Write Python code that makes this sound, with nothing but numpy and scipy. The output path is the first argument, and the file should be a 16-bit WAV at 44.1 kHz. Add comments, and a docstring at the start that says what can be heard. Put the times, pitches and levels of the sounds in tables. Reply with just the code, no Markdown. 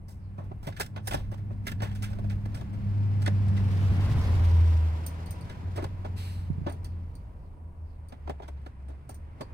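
"""Drive-by at a roadside workshop

Heard beside an open bonnet. A motor vehicle passes left to right: its exhaust drone swells, drops in
pitch and fades unevenly, amid tyre roar, body boom and stirred air. Close on the right, handled hard
parts knock and rattle through their resonances, a small steel piece pings, and there is one short hiss.
Engine bay and walls reflect the handling. A far bird chirps; more traffic nears at the end."""
import sys
import numpy as np
from scipy import signal
from scipy.fft import rfft, irfft, next_fast_len
from scipy.io import wavfile
from scipy.ndimage import map_coordinates

SR = 44100
rng = np.random.default_rng(int(sys.argv[2]) if len(sys.argv) > 2 else 0)


def file_out(sig):
    """Save sig as 16-bit WAV at sys.argv[1]."""
    # one column per channel
    cols = np.atleast_2d(sig).T
    # limit, then scale
    lim = np.clip(cols, -1, 1)
    pcm = np.round(lim * 32767).astype(np.int16)
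    wavfile.write(sys.argv[1], SR, pcm)


N = 420446
TIME = np.arange(N) / SR
PASS_S = 4.12  # vehicle abreast


def from_db(db):
    """Decibels to gain."""
    return 10 ** (np.asarray(db) / 20)


def rms_one(x):
    """Scale to rms 1."""
    return x / np.sqrt(np.mean(x ** 2) + 1e-20)


def curve(rows):
    """Interpolate (seconds, value) rows at every sample."""
    return np.interp(TIME, *np.transpose(rows))


def drift(rate_hz):
    """Smooth random wander, rms 1."""
    hop = 40
    r = np.exp(-2 * np.pi * rate_hz * hop / SR)
    slow = signal.lfilter([1], [1, -2 * r, r * r], rng.standard_normal(N // hop + 2002))[2000:]
    return np.interp(np.arange(N) / hop, np.arange(len(slow)), rms_one(slow))


def noise(spectrum, channels):
    """Independent noises, rms 1, coloured by (Hz, dB) rows."""
    size = next_fast_len(N)
    hz, db = np.transpose(spectrum)
    gain = from_db(np.interp(np.log(np.fft.rfftfreq(size, 1 / SR) + 1), np.log(hz), db))
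    return rms_one(irfft(rfft(rng.standard_normal((channels, size))) * gain, size)[:, :N])


def band(x, edges_hz, kind, order=2):
    """Butterworth filter."""
    sos = signal.butter(order, edges_hz, kind, fs=SR, output="sos")
    return signal.sosfilt(sos, x + 1e-18)


def shelf(x, edge_hz, lift_db):
    """Raise or lower everything above an edge."""
    dull = signal.sosfiltfilt(signal.butter(4, edge_hz, fs=SR, output="sos"), x)
    return dull + (x - dull) * from_db(lift_db)


def resonate(x, hz, width_hz):
    """Resonance with peak gain 1."""
    r, w = np.exp(-np.pi * width_hz / SR), 2 * np.pi * hz / SR
    zeros = np.array([1, 0, -1]) * (1 - r * r) / 2
    return signal.lfilter(zeros, [1, -2 * r * np.cos(w), r * r], x + 1e-18)


def ring(clicks, hz, t60_s):
    """A unit click starts a decaying sine of height 1."""
    r, w = np.exp(-np.log(1000) / (t60_s * SR)), 2 * np.pi * hz / SR
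    return signal.lfilter([0, np.sin(w)], [1, -2 * r * np.cos(w), r * r], clicks + 1e-18)


def clicks_at(times_s, db):
    """One impulse per event."""
    out = np.zeros(N)
    np.add.at(out, np.round(times_s * SR).astype(int), from_db(db))
    return out


def from_side(x, lag_ms):
    """Stereo pair; left lags right by a varying delay."""
    shift, at = lag_ms * SR / 2000, np.arange(N)
    return np.array([map_coordinates(x, [at + sign * shift], order=3) for sign in (-1, 1)])


def on_the_right(x, lag_ms=0.48):
    """A close source reaches the left side late, shadowed in two bands."""
    left = x - 0.5 * resonate(x, 1360, 900) - 0.67 * resonate(x, 11100, 7900)
    return np.array([np.roll(left, round(lag_ms * SR / 1000)), x])


def still_air(level_db=-85.5):
    """Faint steady noise floor."""
    # Each row: frequency in Hz, relative density in dB.
    spectrum = [(200, 9), (2000, -15), (4000, -6), (7000, -4.5), (8700, 10), (11000, 0.5), (16000, -18.5)]
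    return from_db(level_db) * noise(spectrum, channels=2)


def bird(centre_hz=4600, fall_hz_per_s=9000, half_width_s=0.064):
    """Short falling chirps, blurred by distance."""
    # Each row: centre in seconds, relative level in dB.
    chirps = [(.25, -74.5), (6.901, -72), (7.44, -79), (7.91, -75.5)]
    out = np.zeros((2, N))
    blur = 6 * band(rng.standard_normal((2, N)), 450, "low")
    for centre_s, db in chirps:
        t = TIME - centre_s
        sweep = np.sin(2 * np.pi * (centre_hz - fall_hz_per_s * t / 2) * t)
        out += from_db(db) * np.exp(-(t / half_width_s) ** 2) * sweep * blur
    return out


def engine_bay(x, delay_s=0.003, blur_hz=60, blur_rad=2.24):
    """The jumbled bay returns a blurred copy, different on each side."""
    blur = np.sqrt(2) * np.cos([blur_rad * drift(blur_hz) for side in range(2)])
    return np.roll(x, round(delay_s * SR), axis=1) * blur


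def reflections(x, t60_s, cutoff_hz):
    """Diffuse tail from bay and walls, different on each side."""
    t = TIME[:SR // 2]
    tail = rng.standard_normal((2, len(t))) * np.exp(-np.log(1000) * t / t60_s) * (t > 0.002)
    tail = band(tail / np.sqrt(np.sum(tail[0] ** 2)), cutoff_hz, "low", order=1)
    return signal.fftconvolve(x, tail, axes=1)[:, :N]


def short_hiss(start_s=6.157, rise_s=0.025, decay_s=0.21, gain_db=-50, scatter_db=-3):
    """A bright hiss on the right starts fast and dies away, partly scattered."""
    # Each row: frequency in Hz, relative density in dB.
    spectrum = [(1200, -2.5), (2300, -1.5), (2800, 0.5), (3400, -5), (4150, 1), (5200, -7), (6500, -13),
                (8200, -5.5), (11000, -11), (14500, -12), (16000, -22)]
    t = np.maximum(TIME - start_s, 0)
    envelope = from_db(gain_db) * np.minimum(t / rise_s, 1) * np.exp(-(t / decay_s) ** 2)
    direct, *scattered = noise(spectrum, channels=3)
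    return envelope * (on_the_right(direct) + from_db(scatter_db) * np.array(scattered))


def bumps(gain_db=4.5):
    """A heavy part is set down with a dull thud."""
    # Each row: time in seconds, relative level in dB, left minus right in dB.
    impacts = [(0.386, -38, -1), (0.513, -36.5, -2), (0.673, -29.5, 2), (1.144, -27.5, 3),
               (5.834, -37, 0.0), (6.503, -29, -19.5), (6.583, -37.5, -22), (6.617, -35.5, -18),
               (6.664, -34, 4), (8.297, -39, 3.0), (9.407, -38, -2)]
    times_s, db, pan_db = np.transpose(impacts)
    hits = [clicks_at(times_s - 0.002, db + gain_db + sign * pan_db / 2) for sign in (1, -1)]
    push = band(np.array(hits), 550, "low")
    return ring(push, 138, t60_s=0.1) - 1.08 * ring(push, 237, t60_s=0.011)


def pings(gain_db=2.0, pan_db=-3.5, t60_s=0.1, chatter_s=0.016, hard_touch_db=-39):
    """Steel rings in a beating pair and an overtone; its chatter adds a tick and rough lower notes."""
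    # Each row: time in seconds, relative ring level in dB, relative chatter level in dB.
    touches = [(5.0642, -37, -54), (5.2603, -53, -56), (5.308, -43, -61), (5.4097, -56, -58),
               (6.6968, -53, -60), (6.7227, -53, -67), (6.8446, -52, -56), (7.1523, -57, -62),
               (8.0855, -58, -65), (8.886, -65, -82), (9.0932, -47.5, -64), (9.144, -52, -71),
               (9.4104, -56, -50)]
    times_s, db, chatter_db = np.transpose(touches)
    overtone_db = -1.5 + 0.5 * (db - hard_touch_db)  # harder is brighter

    def chatter(levels_db):
        decay = np.exp(-1 / (chatter_s * SR))
        envelope = signal.lfilter([1], [1, -decay], clicks_at(times_s, levels_db) + 1e-18)
        return envelope * rng.standard_normal(N)

    sides = []
    for side_db in (gain_db + pan_db / 2, gain_db - pan_db / 2):
        hits = clicks_at(times_s, db + side_db)
        pair = 0.98 * ring(hits, 8865, t60_s) + 0.06 * ring(hits, 8925, t60_s)
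        overtone = ring(clicks_at(times_s, db + side_db + overtone_db), 14320, t60_s=0.046)
        rough = from_db(17.5) * resonate(chatter(chatter_db + side_db), 4540, 130)
        tick = from_db(-10) * band(chatter(db + side_db), 3260, "high")
        bite = from_db(-1) * resonate(chatter(db + side_db), 5870, 520)
        sides.append(pair + overtone + rough + tick + bite)
    return np.array(sides)


def contacts(ticks_per_s=9, spread_db=3, tick_crack_db=-4.5, tick_t60_s=0.18):
    """Knocks of handled parts, plus faint random ticks of fumbling."""
    # Each row: time in seconds, relative body, shell and crack levels in dB, nominal t60 in seconds.
    hits = [(0.082, -63, -64.5, -54, 0.28), (0.379, -48, -62, -71, 0.33), (0.440, -63, -69, -66, 0.099),
            (0.514, -40, -67, -84, 0.031), (0.628, -57, -55, -56.5, 0.46), (0.668, -40.5, -39, -43, 0.12),
            (0.723, -68, -44, -71, 0.049), (0.764, -68, -39.5, -50, 0.1), (0.797, -33.5, -32, -31, 0.078),
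            (0.805, -47, -27, -27, 0.074), (0.860, -64, -42, -48, 0.031), (0.961, -39.5, -40, -57, 0.094),
            (1.072, -38, -32, -27.5, 0.066), (1.108, -39, -35, -41.5, 0.26), (1.133, -48, -32, -36, 0.046),
            (1.142, -29, -28.5, -34.5, 0.049), (1.315, -47.5, -50, -56, 0.15),
            (1.341, -52, -51, -55, 0.036), (1.506, -39.5, -76, -74, 0.025), (1.667, -47, -32.5, -35.5, .13),
            (1.716, -45, -36, -39.5, 0.025), (1.801, -43, -40, -63, 0.062), (1.819, -41, -37.5, -45, 0.23),
            (1.949, -71, -49, -52.5, .2), (2.022, -54, -37.5, -41.5, 0.2), (2.131, -46, -43.5, -51, 0.026),
            (2.186, -44.5, -56, -57.5, .075), (2.243, -42, -55, -70, 0.03), (2.297, -59, -43.5, -51, 0.13),
            (2.453, -44, -49, -54, 0.042), (2.543, -53, -49, -50.5, 0.29), (2.610, -39, -46.5, -50, 0.033),
            (3.219, -50, -42.5, -40, 0.065), (3.260, -51, -27, -40, 0.058), (3.274, -29, -28.5, -39, 0.035),
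            (3.481, -53, -49, -50, 0.047), (3.567, -59, -41, -54, 0.11), (5.495, -56, -47.5, -57, 0.23),
            (5.758, -50, -44, -48.5, .16), (5.774, -37, -45, -58, 0.19), (5.823, -41.5, -51, -53, 0.15),
            (5.840, -37, -41, -45.5, 0.052), (6.047, -37, -44, -58, 0.085), (6.664, -34, -42, -58, .18),
            (6.845, -57, -50, -48, 0.081), (8.121, -46, -51.5, -61, 0.086), (8.274, -39, -49, -70, 0.048),
            (8.294, -33.5, -38, -49.5, 0.055), (8.397, -45, -65, -74, 0.079), (8.421, -52, -53.5, -64, .17),
            (8.479, -43.5, -50.5, -50.5, 0.067), (8.568, -64, -62, -84, 0.096),
            (8.661, -47.5, -51, -57, 0.066), (8.881, -55.5, -62.5, -71, 0.32), (9.090, -49, -54, -53, 0.14),
            (9.408, -32.5, -43, -48.5, 0.058)]
    # Each row: start in seconds, end in seconds, mean relative tick level in dB.
    fumbling = [(1.206, 1.5, -63), (1.8, 2.9, -58), (8.246, 8.9, -71.5)]
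    rows = list(hits)
    for start_s, end_s, db in fumbling:
        for slot_s in np.arange(start_s, end_s, 1 / ticks_per_s):
            late, size = rng.standard_normal(2)
            tick_s, tick_db = slot_s + 0.5 * late / ticks_per_s, db + spread_db * size
            rows.append((tick_s, tick_db, tick_db, tick_db + tick_crack_db, tick_t60_s))
    return np.array(rows)


def rattle(times_s, levels_db, t60s_s, grain_db=4.0, rise_s=0.00028, scrape_db=-22.5, scrape_s=0.015):
    """Each knock: a short scrape, then a dying burst of tiny uneven contacts."""
    power = np.zeros(N)
    for hit_s, db, t60_s in zip(times_s, levels_db, t60s_s):
        onset = int(hit_s * SR)
        span = slice(max(onset - SR // 10, 0), onset + SR // 3)
        t = TIME[span] - hit_s
        after = np.maximum(t, 0)
        burst = (1 - np.exp(-after / rise_s)) * np.exp(-np.log(1000) * after / t60_s)
        scrape = from_db(scrape_db) * np.exp(-np.abs(t) / scrape_s)
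        power[span] += (from_db(db) * (burst + scrape)) ** 2
    grains = rms_one(rng.standard_normal(N) * from_db(grain_db * drift(580)))
    return np.sqrt(power) * grains


def part(drive, low_hz, high_hz, direct_db, vary_db=1.6):
    """Contacts drive one range of the parts' modes, in proportions that vary from knock to knock."""
    # Each row: frequency in Hz, bandwidth in Hz, relative gain in dB.
    part_modes = [(289, 230, -4.5), (505, 80, 4), (671, 200, -12.5), (992, 444, -8.5), (1514, 315, 7),
                  (1770, 190, 9), (2055, 105, 2), (2620, 100, 5.5), (3350, 360, -7), (4500, 240, -18),
                  (5180, 430, -2), (7820, 200, 5), (8400, 420, -5), (9260, 250, 7), (14000, 300, -24.5)]
    modes = [(hz, width_hz, (-1) ** k * from_db(db))
             for k, (hz, width_hz, db) in enumerate(part_modes) if low_hz < hz < high_hz]

    def respond(x, strength):
        rings = sum(gain * resonate(x * strength(), hz, width_hz) for hz, width_hz, gain in modes)
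        return band(rings + from_db(direct_db) * x, [low_hz * 0.95, high_hz * 1.046], "band")

    noise_gain = np.linalg.norm(respond(signal.unit_impulse(SR // 10), lambda: 1))
    return respond(drive, lambda: from_db(vary_db * drift(11))) / noise_gain


def knocks():
    """Dull thud, hollow body note, shell clack and bright crack; later, softer contacts thud more."""
    # Each row: time in seconds, gain of the crack's top in dB (lower is softer).
    softness = [(1.9, -0.5), (3.2, -8.5), (5.7, -4.5)]
    times_s, body_db, shell_db, crack_db, t60_s = contacts().T
    top_db = curve(softness)
    hardness_db = np.interp(times_s, TIME, top_db)
    thud_db, hollow_db = body_db - 0.6 * hardness_db, body_db + 3.5 + 0.38 * hardness_db
    thud = part(rattle(times_s, thud_db, 1.04 * t60_s), 180, 680, direct_db=-4)
    hollow = part(rattle(times_s, hollow_db, 0.89 * t60_s), 540, 963, direct_db=1.5)
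    clack = part(rattle(times_s, shell_db - 2, 1.115 * t60_s), 1273, 4070, direct_db=-4.5)
    crack = part(rattle(times_s, crack_db - 2, 0.89 * t60_s), 4100, 17000, direct_db=-4.5)
    return thud + hollow + clack + shelf(crack, 11300, top_db)


def rumble(buffet_gain_db=2.0, boom_gain_db=8.5, gust_db=1.3, side_db=-14):
    """Stirred air buffets the microphone in gusts; the vehicle's body booms."""
    # Each row: frequency in Hz, relative density in dB.
    buffet_spectrum = [(10, -4), (22, 7.5), (45, 9), (62, 12.5), (90, -7), (200, -56)]
    boom_spectrum = [(40, -17), (70, -1), (105, 4.5), (140, -2.5), (200, -7.5), (280, -16.5), (420, -32),
                     (900, -72)]
    # Each row: time in seconds, relative level in dB.
    buffet_levels = [(0, -55), (.65, -45.5), (1.0, -55), (1.12, -37), (1.5, -47.5), (2.4, -42), (3.2, -50),
                     (4.0, -34.5), (4.35, -36), (5.1, -51), (6.5, -44.5), (7.4, -48), (8.6, -54.5),
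                     (9.53, -53)]
    boom_levels = [(0.0, -55), (0.4, -55.5), (0.66, -51), (3.32, -43.5), (4.14, -36.5), (4.48, -46.5),
                   (5.2, -52.5), (5.47, -47), (6.29, -52), (6.5, -49), (7.72, -61.5), (9.53, -57.5)]
    buffet_db = curve(buffet_levels) + buffet_gain_db + gust_db * drift(4.5)
    buffet = from_db(buffet_db) * noise(buffet_spectrum, channels=2)
    boom_db = curve(boom_levels) + boom_gain_db + 1.1 * drift(17)
    mid, side = buffet + from_db(boom_db) * noise(boom_spectrum, channels=2)
    return mid + from_db(side_db) * side * [[1], [-1]]


def nearness(peak_s=4.2, approach_s=0.4, recede_s=0.48, next_end_db=-13.5, next_db_per_s=24):
    """Roar gain: 1 / distance on a straight road, plus more traffic nearing at the end."""
    along = (TIME - peak_s) / np.where(TIME < peak_s, approach_s, recede_s)
    next_traffic = from_db(next_end_db + next_db_per_s * (TIME - TIME[-1]))
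    return np.hypot(1 / np.hypot(1, along), next_traffic)


def tyres(bearing, gain_db=-41.5, diffuse_db=3, far_treble_db=-10, reach_s=2.66, tread_gain_db=-10):
    """Road roar crosses left to right, brightest when near; the tread sings behind the vehicle."""
    # Each row: frequency in Hz, relative density in dB.
    spectrum = [(100, -13.5), (250, 3), (400, 0.5), (600, -1), (800, -2), (1000, -2.5), (1300, -7.5),
                (2100, -11), (3200, -16.5), (5300, -21), (7000, -28.5), (9000, -28), (11000, -33),
                (16000, -35.5)]
    # Each row: time in seconds, treble lift in dB.
    brightness = [(0, -5.5), (.4, 0.5), (.9, -3), (4, 2.5), (6.7, -1), (7.7, -9), (8.3, 0.5), (9.53, -1)]
    direct, shared, *scattered = noise(spectrum, channels=4)
    diffuse = band(np.array(scattered), 520, "high", order=1) + band(shared, 520, "low", order=1)
    roar = rms_one(from_side(direct, lag_ms=0.42 * bearing) + from_db(diffuse_db) * diffuse)
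    far = 1 - 1 / (1 + ((TIME - PASS_S - 0.3) / reach_s) ** 2)
    roar = shelf(roar, 1300, curve(brightness) + 0.22 * drift(28))
    roar = shelf(roar, 2900, far_treble_db * far + 1.6 * drift(40))
    tread_hz = 1060 - 95 * bearing  # sinks on passing
    phase = 2 * np.pi * np.cumsum(tread_hz) / SR
    tread = np.array([drift(26) * np.sin(phase) + drift(24) * np.cos(phase) for side in range(2)])
    tread *= (1 + bearing) / 2 * from_db(tread_gain_db - 6.5 * far)
    return nearness() * from_db(gain_db + 0.25 * drift(26)) * (roar + tread)


def throb(first_trough_s=7.147, first_period_s=0.1133, growth_s_per_s=0.1264, depth=0.63):
    """Gain of the distant drone: a beat whose period grows steadily."""
    period_s = np.maximum(first_period_s + growth_s_per_s * (TIME - first_trough_s), first_period_s / 2)
    beats = np.log(period_s / first_period_s) / growth_s_per_s
    fade_in = np.clip(2 * beats + 1, 0, 1)
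    return np.abs(1 - depth * fade_in * np.exp(2j * np.pi * beats))


def exhaust(bearing, gain_db=1.5, jitter_rad=0.071, churn_rad=1.0, churn_s=0.21, dip_db=-2):
    """Muffled firing pulses: nearly a sine, churned on passing, wavering and at last throbbing far off."""
    # Each row: time in seconds, firing rate as heard in Hz.
    firing_rates = [(0, 89.6), (.35, 98), (.6, 95.7), (.95, 101), (3.1, 100.9), (3.5, 98.7), (4.2, 92),
                    (4.45, 85), (4.9, 79.6), (5.5, 86.3), (5.78, 93), (6.35, 90), (7, 85.5), (8.05, 79),
                    (8.3, 72.9), (8.85, 67.8), (9.53, 80)]
    # Each row: time in seconds, relative level of the fundamental in dB.
    levels = [(0, -45), (.45, -38.5), (.77, -51.5), (1.0, -38.5), (2.28, -30), (2.6, -38), (3.03, -22.5),
              (3.8, -22.5), (4.22, -21.5), (4.62, -16.5), (4.86, -21.5), (5.1, -34), (5.55, -43.5),
              (5.66, -30.5), (5.94, -37.5), (6.5, -31), (6.67, -36.5), (7.02, -33), (7.3, -51.5),
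              (7.82, -41), (8.1, -47), (8.3, -39.5), (8.85, -41.5), (9.53, -48.5)]
    # Each row: time in seconds, second harmonic in dB re the fundamental.
    buzz = [(0, -13.5), (1.7, -12.5), (2.75, -6.5), (3.1, -25), (3.55, -9.5), (4.6, -36), (5.2, -7.5),
            (5.8, -21), (9.53, -24)]
    abreast = np.exp(-((TIME - PASS_S) / churn_s) ** 2)
    far = np.minimum(np.abs(TIME - PASS_S) / 2, 1) ** 2
    phase = 2 * np.pi * np.cumsum(curve(firing_rates)) / SR
    phase += (jitter_rad + churn_rad * abreast) * drift(22)
    left_lead_rad = 0.14 - 0.074 * bearing
    phase = np.array([phase + left_lead_rad, phase - left_lead_rad])
    waver_db = 0.27 * drift(45) + 0.4 * far * drift(7.9)
    envelope = from_db(curve(levels) + gain_db + dip_db * abreast + waver_db) * throb()
    overtones = np.sin(2 * phase) + from_db(-20) * np.sin(3 * phase)
    return envelope * (np.sin(phase) + from_db(curve(buzz) + 1.9 * drift(6)) * overtones)


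def scene(crossing_s=0.28):
    """Passing vehicle, close handling with reflections, hiss, bird and still air."""
    bearing = (TIME - PASS_S) / np.hypot(TIME - PASS_S, crossing_s)  # -1 far left, 1 far right
    vehicle = exhaust(bearing) + rumble() + tyres(bearing)
    knocking = from_db(-1) * on_the_right(knocks())
    handling = knocking + pings()
    echoes = from_db(-3.5) * engine_bay(knocking)
    echoes += from_db(-7.5) * reflections(handling, t60_s=0.033, cutoff_hz=13000)
    echoes += from_db(-12.5) * reflections(handling, t60_s=0.19, cutoff_hz=0.45 * SR)
    return vehicle + handling + echoes + short_hiss() + bumps() + bird() + still_air()


def record(dry):
    """Steep low-pass at 15.9 kHz."""
    return signal.sosfilt(signal.ellip(10, 0.1, 80, 15900, fs=SR, output="sos"), dry)


dry = scene()
out = record(dry)
file_out(out)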